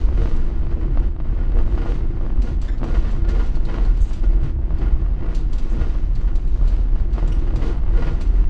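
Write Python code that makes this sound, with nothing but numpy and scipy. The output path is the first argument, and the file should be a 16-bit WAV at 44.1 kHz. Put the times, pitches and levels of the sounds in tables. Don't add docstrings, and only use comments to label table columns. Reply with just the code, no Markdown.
import sys
import numpy as np
from scipy import signal
from scipy.fft import rfft, irfft
from scipy.io import wavfile
from scipy.ndimage import uniform_filter1d, minimum_filter1d

SR = 44100
rng = np.random.default_rng(int(sys.argv[2]) if len(sys.argv) > 2 else 0)


def log_audio(samples):
    frames = np.atleast_2d(samples).T
    limited = np.clip(frames, -1, 1)
    pcm = np.round(limited * 32767).astype(np.int16)
    wavfile.write(sys.argv[1], SR, pcm)


N = 374409
T = np.arange(N) / SR

# time in seconds, relative level in dB.
ROAD = [(0.0, -35), (0.85, -36.5), (1.05, -34), (1.14, -41), (1.3, -35), (1.95, -35), (2.72, -37.5),
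        (2.95, -34.5), (4.0, -38), (4.38, -36), (4.58, -40.5), (4.8, -33.5), (5.14, -36.5), (5.7, -40),
        (6.12, -45), (6.62, -37), (7.08, -39), (7.25, -34), (7.72, -35), (7.83, -36), (7.95, -33.5),
        (8.45, -38)]
# time in seconds, level in dB.
CABIN_RING = [(0, -41), (0.17, -35.5), (0.38, -43.5), (0.65, -42), (0.85, -35), (1.03, -39.5), (1.2, -47),
              (1.5, -39), (1.85, -36), (2.1, -38), (2.3, -42), (2.47, -37), (2.65, -52), (2.87, -38),
              (3.3, -39), (3.55, -44), (3.75, -39.5), (4.08, -47.5), (4.4, -36.5), (4.6, -44.5),
              (4.87, -36.5), (5.12, -47.5), (5.3, -39), (5.55, -45), (5.85, -41), (6.15, -49), (6.3, -42.5),
              (6.85, -47), (7.05, -45), (7.25, -40.5), (7.65, -37), (7.85, -43.5), (8.03, -37.5),
              (8.2, -42), (8.45, -42.5)]
# crest in seconds, rise in seconds, level in dB.
BODY_HEAVES = [(0.05, 0.019, -15.5), (0.32, 0.14, -16), (0.96, 0.041, -16), (1.58, 0.033, -9.5),
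               (2.37, 0.035, -15), (2.98, 0.011, -10), (3.33, 0.08, -16.5), (3.57, 0.054, -15),
               (3.87, 0.054, -12.5), (4.02, 0.01, -3.5), (4.3, 0.062, -13), (4.93, 0.016, -8),
               (5.55, 0.22, -18.5), (6.33, 0.47, -16.5), (6.63, 0.051, -16.5), (6.93, 0.069, -17),
               (7.92, 0.055, -14.5), (8.38, 0.08, -12.5)]
FLOOR_THUDS = [(0.13, 0.093, -23), (0.65, 0.078, -25), (2.52, 0.037, -27.5), (3.2, 0.05, -29),
               (4.0, 0.031, -27), (4.45, 0.026, -20.5), (4.58, 0.036, -21.5), (4.83, 0.11, -24.5),
               (5.2, 0.014, -26.5), (5.8, 0.032, -23), (6.15, 0.19, -27.5), (7.33, 0.032, -29),
               (7.55, 0.052, -24.5), (8.09, 0.04, -29)]
THUMPS = [(2.41, 0.062, -41.5), (2.83, 0.019, -31.5), (5.78, 0.022, -32.5)]
HOLLOW_SWELLS = [(0.23, 0.051, -37), (0.8, 0.035, -43), (1.56, 0.03, -38.5), (1.85, 0.035, -37),
                 (2.25, 0.021, -44.5), (2.48, 0.027, -41), (2.87, 0.047, -43), (3.35, 0.051, -38.5),
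                 (3.73, 0.061, -44), (5.25, 0.051, -45), (7.2, 0.039, -42), (7.64, 0.049, -40.5),
                 (8.01, 0.05, -37.5)]
# crest in seconds, rise in seconds, panel shake and metal shake
# in relative dB.
BUMPS = [(0.02, 0.036, -50, -51), (0.23, 0.071, -42.5, -50), (0.39, 0.098, -46, -59),
         (0.6, 0.15, -54.5, -64), (0.82, 0.025, -44, -66), (1.01, 0.051, -49.5, -63),
         (1.41, 0.022, -45, -90), (1.585, 0.021, -42, -54.5), (1.74, 0.071, -51.5, -55.5),
         (1.905, 0.048, -43.5, -49), (2.25, 0.037, -49, -61.5), (2.475, 0.042, -45, -51),
         (2.65, 0.023, -47, -53), (2.89, 0.026, -40, -50.5), (2.97, 0.033, -42.5, -48.5),
         (3.09, 0.053, -42.5, -51.5), (3.3, 0.012, -36.5, -45.5), (3.4, 0.064, -42.5, -50),
         (3.465, 0.012, -51.5, -57), (3.55, 0.0074, -45, -50), (3.765, 0.09, -40.5, -52),
         (4.02, 0.051, -45.5, -51.5), (4.135, 0.038, -71, -50.5), (4.245, 0.013, -42.5, -54),
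         (4.32, 0.03, -48, -59.5), (4.455, 0.029, -42, -54.5), (4.85, 0.039, -44.5, -60),
         (4.95, 0.05, -57, -64), (5.27, 0.07, -43, -74), (5.36, 0.038, -55, -51), (5.57, 0.091, -49, -59),
         (5.81, 0.14, -42.5, -52), (6.02, 0.052, -55, -73), (6.21, 0.065, -47, -61),
         (6.36, 0.12, -52.5, -61), (6.55, 0.039, -62, -55.5), (6.71, 0.078, -47, -53.5),
         (6.97, 0.046, -47, -59), (7.18, 0.053, -45.5, -53.5), (7.37, 0.15, -52, -60),
         (7.665, 0.044, -39, -46.5), (8.05, 0.076, -41, -50), (8.24, 0.039, -48.5, -62),
         (8.38, 0.044, -44, -56)]
# start in seconds, relative peak in dB.
SCRAPES = [(4.002, -48), (4.07, -60), (5.69, -58)]
# start and length in seconds, pitch in Hz, level in dB,
# overtone slope in dB per octave, roughness from 0 to 1.
SQUEAKS = [(2.681, .03, 1810, -38, -10, .72), (2.708, .075, 1790, -48.5, -8.5, .85),
           (3.06, .05, 1840, -44.5, -12, .55), (3.279, .032, 1780, -45, -13, .55),
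           (7.32, .018, 2880, -40, -9, .85), (7.338, .05, 2880, -57, -4, .85)]
# start in seconds, pitch in Hz, level in dB,
# seconds to fade by 60 dB.
PINGS = [(2.616, 4730, -56, .25), (3.555, 4375, -47, .07), (3.651, 4375, -51, .06), (8.212, 6024, -62, .45)]
# start in seconds, then ticks, low clink and high clink in relative dB.
CLASHES = [(0.361, -50.5, -65.5, -51), (2.417, -43.5, -43.5, -50), (2.614, -43, -47, -42.5),
           (2.777, -52.5, -46, -67), (2.836, -46.5, -54, -54), (3.108, -48.5, -54, -52),
           (3.287, -44, -45, -48), (3.46, -50.5, -51, -51), (3.554, -49, -43, -55),
           (3.649, -51, -40, -56.5), (3.8467, -49.5, -45, -59), (3.9694, -51, -61, -56),
           (4.13, -42.5, -44, -47), (4.4313, -51.5, -54, -59), (4.7815, -53, -52, -64),
           (5.346, -40, -40, -48), (5.5278, -42, -46, -47), (5.58, -45, -44, -49), (6.151, -48.5, -40, -60),
           (6.207, -60, -54, -58), (6.353, -46.5, -42.5, -49.5), (6.4732, -55, -53, -60),
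           (6.675, -44.5, -41, -51), (6.996, -61, -52, -62), (7.1292, -50.5, -50, -57),
           (7.2739, -46, -49, -45), (7.384, -54, -57, -57), (7.5567, -41, -46, -49),
           (8.208, -38.5, -44, -43.5)]
# start in seconds, push and hard edge in relative dB.
KNOCKS = [(0.087, -26.5, -43), (0.126, -36, -43.5), (0.218, -30, -40), (0.234, -31, -47),
          (0.257, -24.5, -39), (0.274, -27, -43), (0.501, -31, -58), (0.668, -33, -45), (0.717, -32, -52),
          (0.726, -32, -51), (0.844, -32, -53), (0.956, -30, -61), (0.973, -23, -40), (1.163, -34, -50),
          (1.201, -27.5, -44), (1.207, -39, -49.5), (1.253, -33, -57), (1.366, -30, -58), (1.519, -44, -43),
          (1.57, -24, -55), (1.588, -33, -40), (1.599, -26, -55), (1.611, -25, -51), (1.677, -28, -45),
          (1.724, -33, -45), (1.744, -39, -49), (1.777, -24, -47), (1.859, -20.5, -50), (1.92, -33, -37),
          (1.958, -35, -47), (2.21, -31, -64), (2.249, -31, -54), (2.264, -28, -47), (2.303, -29.5, -49),
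          (2.375, -32, -51), (2.625, -31.5, -53), (2.7, -32, -59), (2.816, -27, -47), (2.831, -21.5, -37),
          (2.842, -21, -39), (2.861, -27, -53), (3.059, -41, -51), (3.164, -30.5, -46), (3.243, -32.5, -57),
          (3.394, -29, -49), (3.571, -27.5, -48), (3.75, -37, -44), (3.775, -27, -45), (3.784, -22.5, -39),
          (3.799, -33, -47), (4.11, -37, -43.5), (4.24, -32, -56), (4.263, -34, -57), (4.33, -30, -53),
          (4.588, -35, -62), (4.613, -44, -56), (4.679, -32, -63), (4.706, -27, -46.5), (4.817, -45, -46),
          (4.833, -36, -50), (4.858, -37, -52), (4.966, -34, -59), (5.021, -35, -67), (5.061, -36, -48),
          (5.103, -38, -57), (5.245, -30, -54), (5.262, -29, -46), (5.287, -48, -49), (5.327, -32, -52),
          (5.812, -31, -50), (5.954, -32, -49), (6.031, -36, -62), (6.231, -38, -57), (6.249, -36, -57),
          (6.574, -36, -60), (6.613, -29, -58), (6.63, -30, -53), (6.74, -37, -50), (6.96, -31, -64),
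          (7.165, -31, -53), (7.181, -20.5, -40.5), (7.191, -30, -53), (7.198, -35, -57), (7.227, -25, -53),
          (7.279, -27.5, -60), (7.375, -37, -57), (7.422, -44, -54), (7.467, -32, -52), (7.507, -34, -45),
          (7.537, -27, -51), (7.559, -31, -46), (7.59, -32, -54), (7.779, -35, -51), (7.835, -29.5, -50),
          (7.863, -32, -49), (7.879, -31, -46), (7.907, -32, -58), (8.022, -34, -57), (8.153, -33, -53),
          (8.21, -31, -52), (8.399, -41, -58), (8.441, -42, -45)]
# start in seconds, relative peak in dB.
JOLTS = [(0.171, -38), (0.705, -37), (1.774, -32.5), (1.815, -32), (1.862, -37.5), (2.469, -41),
         (2.941, -31.5), (3.042, -35), (3.243, -36), (3.345, -34.5), (3.393, -30), (3.686, -32),
         (3.738, -34), (4.814, -38.5), (5.807, -33.5), (6.276, -40.5), (7.184, -38), (7.466, -39.5),
         (7.615, -33), (7.969, -34), (8.021, -31.5), (8.067, -31.5)]

# frequency in Hz, gain in dB.
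BODY_EQ = [(10, -16), (20, 3.5), (29, -3.5), (40, 2), (47, -3.5), (56, -13), (70, -27), (105, -31),
           (300, -95.5), (3000, -130)]
FLOOR_EQ = [(35, -16.5), (55, -4), (69, 1.5), (82, -11), (105, -8.5), (120, -15), (138, -9), (175, -27.5),
            (300, -34), (3000, -110)]
TYRE_EQ = [(90, -20), (160, 4.5), (185, -1), (235, 2), (275, -5), (345, -11), (410, -13.5), (600, -15),
           (1200, -23), (3000, -38), (8000, -72), (14000, -99)]
SCRAPE_EQ = [(2500, -29), (3250, -2), (3900, -27), (5500, -12), (6200, 2.5), (7200, 0), (8300, -1.5),
             (8900, -18), (14000, -38)]
METAL_EQ = [(1200, -13), (2700, 3), (3400, 0.5), (4300, 0), (4950, -1.5), (5270, -7.5), (5650, -3),
            (6600, -6), (7400, -11.5), (8000, -11.5), (8600, -12.5), (9500, -17.5), (12000, -25.5),
            (15500, -37)]
TRIM_EQ = [(90, -10.5), (270, -7), (700, -5), (1100, 4), (1500, 2.5), (3500, -4.5), (4600, -6),
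           (9000, -14.5), (15000, -26)]
PANEL_EQ = [(150, -14.5), (300, 6), (600, 1), (1000, -1), (1400, -3.5), (1550, -5), (2100, -5.5),
            (2350, -11.5), (3100, -12.5), (3500, -18.5), (4800, -18), (5400, -25), (8000, -37),
            (15000, -60.5)]
# pitch in Hz, bandwidth in Hz, gain in dB.
FLOOR_MODE = [(69.5, 3, 0)]
THUMP_MODE = [(222, 60, 0)]
HOLLOW_MODE = [(454, 26, 0)]
CABIN_MODES = [(319.5, 4, 0), (338, 3, 4.5), (349, 9, -4.5), (380, 22, -9.5)]
METAL_MODES = [(4385, 40, 0), (4883, 30, 2), (5635, 30, 4), (6024, 20, 4), (7000, 120, 0), (7442, 50, 5),
               (8480, 90, 0)]
PANEL_MODES = [(355, 14, 0), (457, 22, 7), (530, 14, 2), (678, 14, 0), (792, 16, -1), (992, 28, 2),
               (1105, 30, -1), (1204, 22, 3), (1423, 14, 12.5), (1940, 45, 0), (2540, 90, 1), (2885, 35, 0),
               (3015, 35, 1)]
LOW_CLINK_MODE, HIGH_CLINK_MODE = [(4250, 800, 0)], [(7400, 800, 0)]

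USUAL_ROAD_DB, PANEL_SHAKE_DB = -37, -50


def undb(db):
    return 10 ** (np.asarray(db) / 20)


def unit(x):
    return x / np.sqrt(np.mean(x ** 2))


def add(out, start_s, sound):
    part = out[max(int(start_s * SR), 0):][:len(sound)]
    part += sound[:len(part)]


def curve(rows):
    return np.interp(T, *np.transpose(rows))


def lowpass(x, hz, order=2):
    return signal.lfilter(*signal.butter(order, hz, fs=SR), x)


def colour(x, eq, size=16384):
    hz, db = np.transpose(eq)
    bins_hz = np.maximum(np.arange(N // 2 + 1) * SR / N, 1)
    gain = undb(np.interp(np.log(bins_hz), np.log(hz), db))
    cepstrum = irfft(np.log(gain), N)
    causal = np.r_[cepstrum[0], 2 * cepstrum[1:size // 2]]
    response = irfft(np.exp(rfft(causal, size)))
    return signal.fftconvolve(x, response[:size // 2])[:N]


def ring(x, modes):
    return sum(undb(db) * signal.lfilter(*signal.iirpeak(hz, hz / width, SR), x)
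               for hz, width, db in modes)


def impacts(per_s, spread_db):
    hit, force = rng.random(N) < per_s / SR, rng.standard_normal(N)
    return unit(hit * np.sign(rng.standard_normal(N)) * undb(spread_db * np.clip(force, -2, 2)))


def steady(x, window_s):
    return x / np.sqrt(uniform_filter1d(x ** 2, int(window_s * SR)) + 1e-12)


def bursts(events, rise_s, fall_s, column=1):
    t, out = T[:SR // 2], np.zeros(N)
    shape = (1 - np.exp(-t / rise_s)) * np.exp(-t / fall_s)
    for row in events:
        add(out, row[0], undb(row[column]) * shape / shape.max())
    return out


def swells(events, column=2, fall_per_rise=1.4):
    t, power = T[::100], 0
    for row in events:
        age = t - row[0]
        width = row[1] * np.where(age < 0, 1, fall_per_rise)
        power = power + undb(row[column]) ** 2 * np.exp(-(age / width) ** 2)
    return np.interp(T, t, np.sqrt(power))


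def shake(steady_db, envelope, sensitivity):
    return np.hypot(undb(steady_db + sensitivity * (curve(ROAD) - USUAL_ROAD_DB)), envelope)


def cabin(x, wet_db, t60):
    t = T[:SR // 3]
    tail = rng.standard_normal(len(t)) * np.exp(-np.log(1000) * t / t60) * (t > .002)
    return x + undb(wet_db) * signal.fftconvolve(x, tail / np.linalg.norm(tail))[:N]


def body_rock(level_db=-19):
    sub = steady(colour(rng.standard_normal(N), BODY_EQ), 0.11)
    return sub * shake(level_db, swells(FLOOR_THUDS[:0] + BODY_HEAVES), sensitivity=0.79)


def floor_boom(level_db=-30):
    boom = steady(colour(impacts(per_s=400, spread_db=0.5), FLOOR_EQ), 0.11)
    return boom * shake(level_db, swells(FLOOR_THUDS), sensitivity=1.0)


def cobble_drone(tyre_db=-39, hum_db=-34.5):
    stones = impacts(per_s=540, spread_db=1.0)
    tyre_shake = shake(tyre_db, undb(5) * swells(BUMPS), sensitivity=0.7)
    tyres = steady(colour(stones, TYRE_EQ), 0.091) * tyre_shake
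    air = steady(colour(ring(stones, CABIN_MODES), TYRE_EQ), 0.27) * undb(curve(CABIN_RING))
    panel = steady(ring(ring(stones, HOLLOW_MODE), [(454, 100, 0)]), .12) * swells(HOLLOW_SWELLS)
    floor_hum = steady(ring(ring(stones, FLOOR_MODE), [(70, 25, 0)]), .4) * undb(hum_db)
    thumps = steady(ring(ring(stones, THUMP_MODE), THUMP_MODE), 0.091) * swells(THUMPS)
    return tyres + air + panel + floor_hum + thumps


def edge_scrapes():
    slips = impacts(per_s=4900, spread_db=0) * bursts(SCRAPES, rise_s=0.025, fall_s=0.028)
    return undb(6) * colour(slips, SCRAPE_EQ)


def joint_squeaks(sag=.035, waver=.009):
    out = np.zeros(N)
    for start, length, hz, db, slope_db, rough in SQUEAKS:
        progress = T[:int(length * SR)] / length
        arch = np.sin(np.pi * np.sqrt(progress))
        slips = lowpass(rng.standard_normal((9, SR // 4)), 300)
        wobble, *rasp = unit(slips)[:, -len(progress):]
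        pitch_hz = hz * (1 - sag * arch ** 4 + waver * wobble)
        phase = 2 * np.pi * np.cumsum(pitch_hz) / SR
        tone = 0
        for k in range(1, 5):
            pure = np.sin(k * phase)
            scratch = (rasp[2 * k - 2] * pure + rasp[2 * k - 1] * np.cos(k * phase)) / np.sqrt(2)
            tone += undb(slope_db * np.log2(k)) * (np.sqrt(1 - rough ** 2) * pure + rough * scratch)
        add(out, start, undb(db) * tone * arch)
    return cabin(lowpass(out, 8800, order=4), wet_db=-10, t60=.15)


def metal_pings(attack_s=.002):
    t, out = T[:SR // 2], np.zeros(N)
    strike = np.minimum(t / attack_s, 1)
    for start, hz, db, t60 in PINGS:
        add(out, start, undb(db - 60 * t / t60) * strike * np.sin(2 * np.pi * hz * t))
    return out


def metal_clinks():
    low = impacts(per_s=4200, spread_db=1.5) * bursts(CLASHES, rise_s=0.003, fall_s=0.0063, column=2)
    high = impacts(per_s=4000, spread_db=3.0) * bursts(CLASHES, rise_s=0.0027, fall_s=0.0076, column=3)
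    low_ring = ring(ring(low, LOW_CLINK_MODE), LOW_CLINK_MODE)
    high_ring = ring(ring(high, HIGH_CLINK_MODE), HIGH_CLINK_MODE)
    return undb(6) * cabin(low_ring + high_ring, wet_db=-6, t60=0.3)


def metal_jingle(bounce_s=0.062, bounce_db=-13):
    clash = bursts(CLASHES, rise_s=0.0043, fall_s=0.0091) * undb(0.5)
    rebounds = [(start + bounce_s, db) for start, db, *_ in CLASHES]
    bounce = bursts(rebounds, rise_s=0.003, fall_s=0.009) * undb(bounce_db)
    settle = bursts(CLASHES, rise_s=0.011, fall_s=0.07) * undb(-22.5)
    fizz = shake(-66.5, swells(BUMPS, column=3), sensitivity=1.6)
    hard = impacts(per_s=5200, spread_db=1.0) * (clash + bounce)
    light = impacts(per_s=2600, spread_db=1.0) * (settle + fizz)
    metal = lowpass(light, 9500) + lowpass(hard, 10500) + ring(hard, METAL_MODES)
    return undb(3) * cabin(colour(metal, METAL_EQ), wet_db=-7.5, t60=0.16)


def trim_knocks(push_s=0.00032, edge_s=.00006, stray_s=0.00017, strays_per_s=6):
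    t, pushes = T[:SR // 200] - .001, np.zeros(N)
    for start, push_db, edge_db in KNOCKS:
        push = undb(push_db) * np.exp(-.5 * (t / push_s) ** 2)
        edge = undb(edge_db + 6.5) * np.exp(-.5 * (t / edge_s) ** 2)
        add(pushes, start, push + edge)
    strays = (rng.random(N) < strays_per_s / SR) * rng.uniform(0.22, 1, N)
    strays *= undb(4) * shake(PANEL_SHAKE_DB, .5 * swells(BUMPS), sensitivity=1.6)
    pushes += signal.fftconvolve(strays, np.exp(-.5 * (t / stray_s) ** 2))[:N]
    knocks = undb(8.5) * colour(pushes, TRIM_EQ) + undb(0.5) * ring(pushes, PANEL_MODES)
    return cabin(knocks, wet_db=-4, t60=0.024)


def panel_chatter():
    shaking = shake(PANEL_SHAKE_DB, swells(BUMPS), sensitivity=1.76)
    taps = steady(impacts(per_s=1050, spread_db=1.5), 0.07) * shaking * undb(-1.5)
    taps += impacts(per_s=2400, spread_db=3.0) * bursts(JOLTS, rise_s=0.0032, fall_s=0.021) * undb(-2.5)
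    flex = np.minimum(shaking / np.percentile(shaking, 85), 1)
    ringing = ring(taps * flex, PANEL_MODES)
    ticks = cabin(taps, wet_db=-11, t60=0.04)
    return undb(9) * colour(ticks + ringing, PANEL_EQ)


def scene():
    rumble = body_rock() + floor_boom() + cobble_drone()
    clatter = panel_chatter() + trim_knocks()
    fitting = metal_jingle() + metal_clinks() + metal_pings()
    return (rumble + clatter + fitting + edge_scrapes() + joint_squeaks())[None]


def record(dry, ceiling=.55, top_hz=15700):
    hold = SR // 16
    gain = minimum_filter1d(ceiling / np.maximum(np.abs(dry), ceiling), hold)
    limited = dry * uniform_filter1d(gain, hold)
    return signal.sosfilt(signal.ellip(8, .2, 70, top_hz, fs=SR, output="sos"), limited)


dry = scene()
out = record(dry)
log_audio(out)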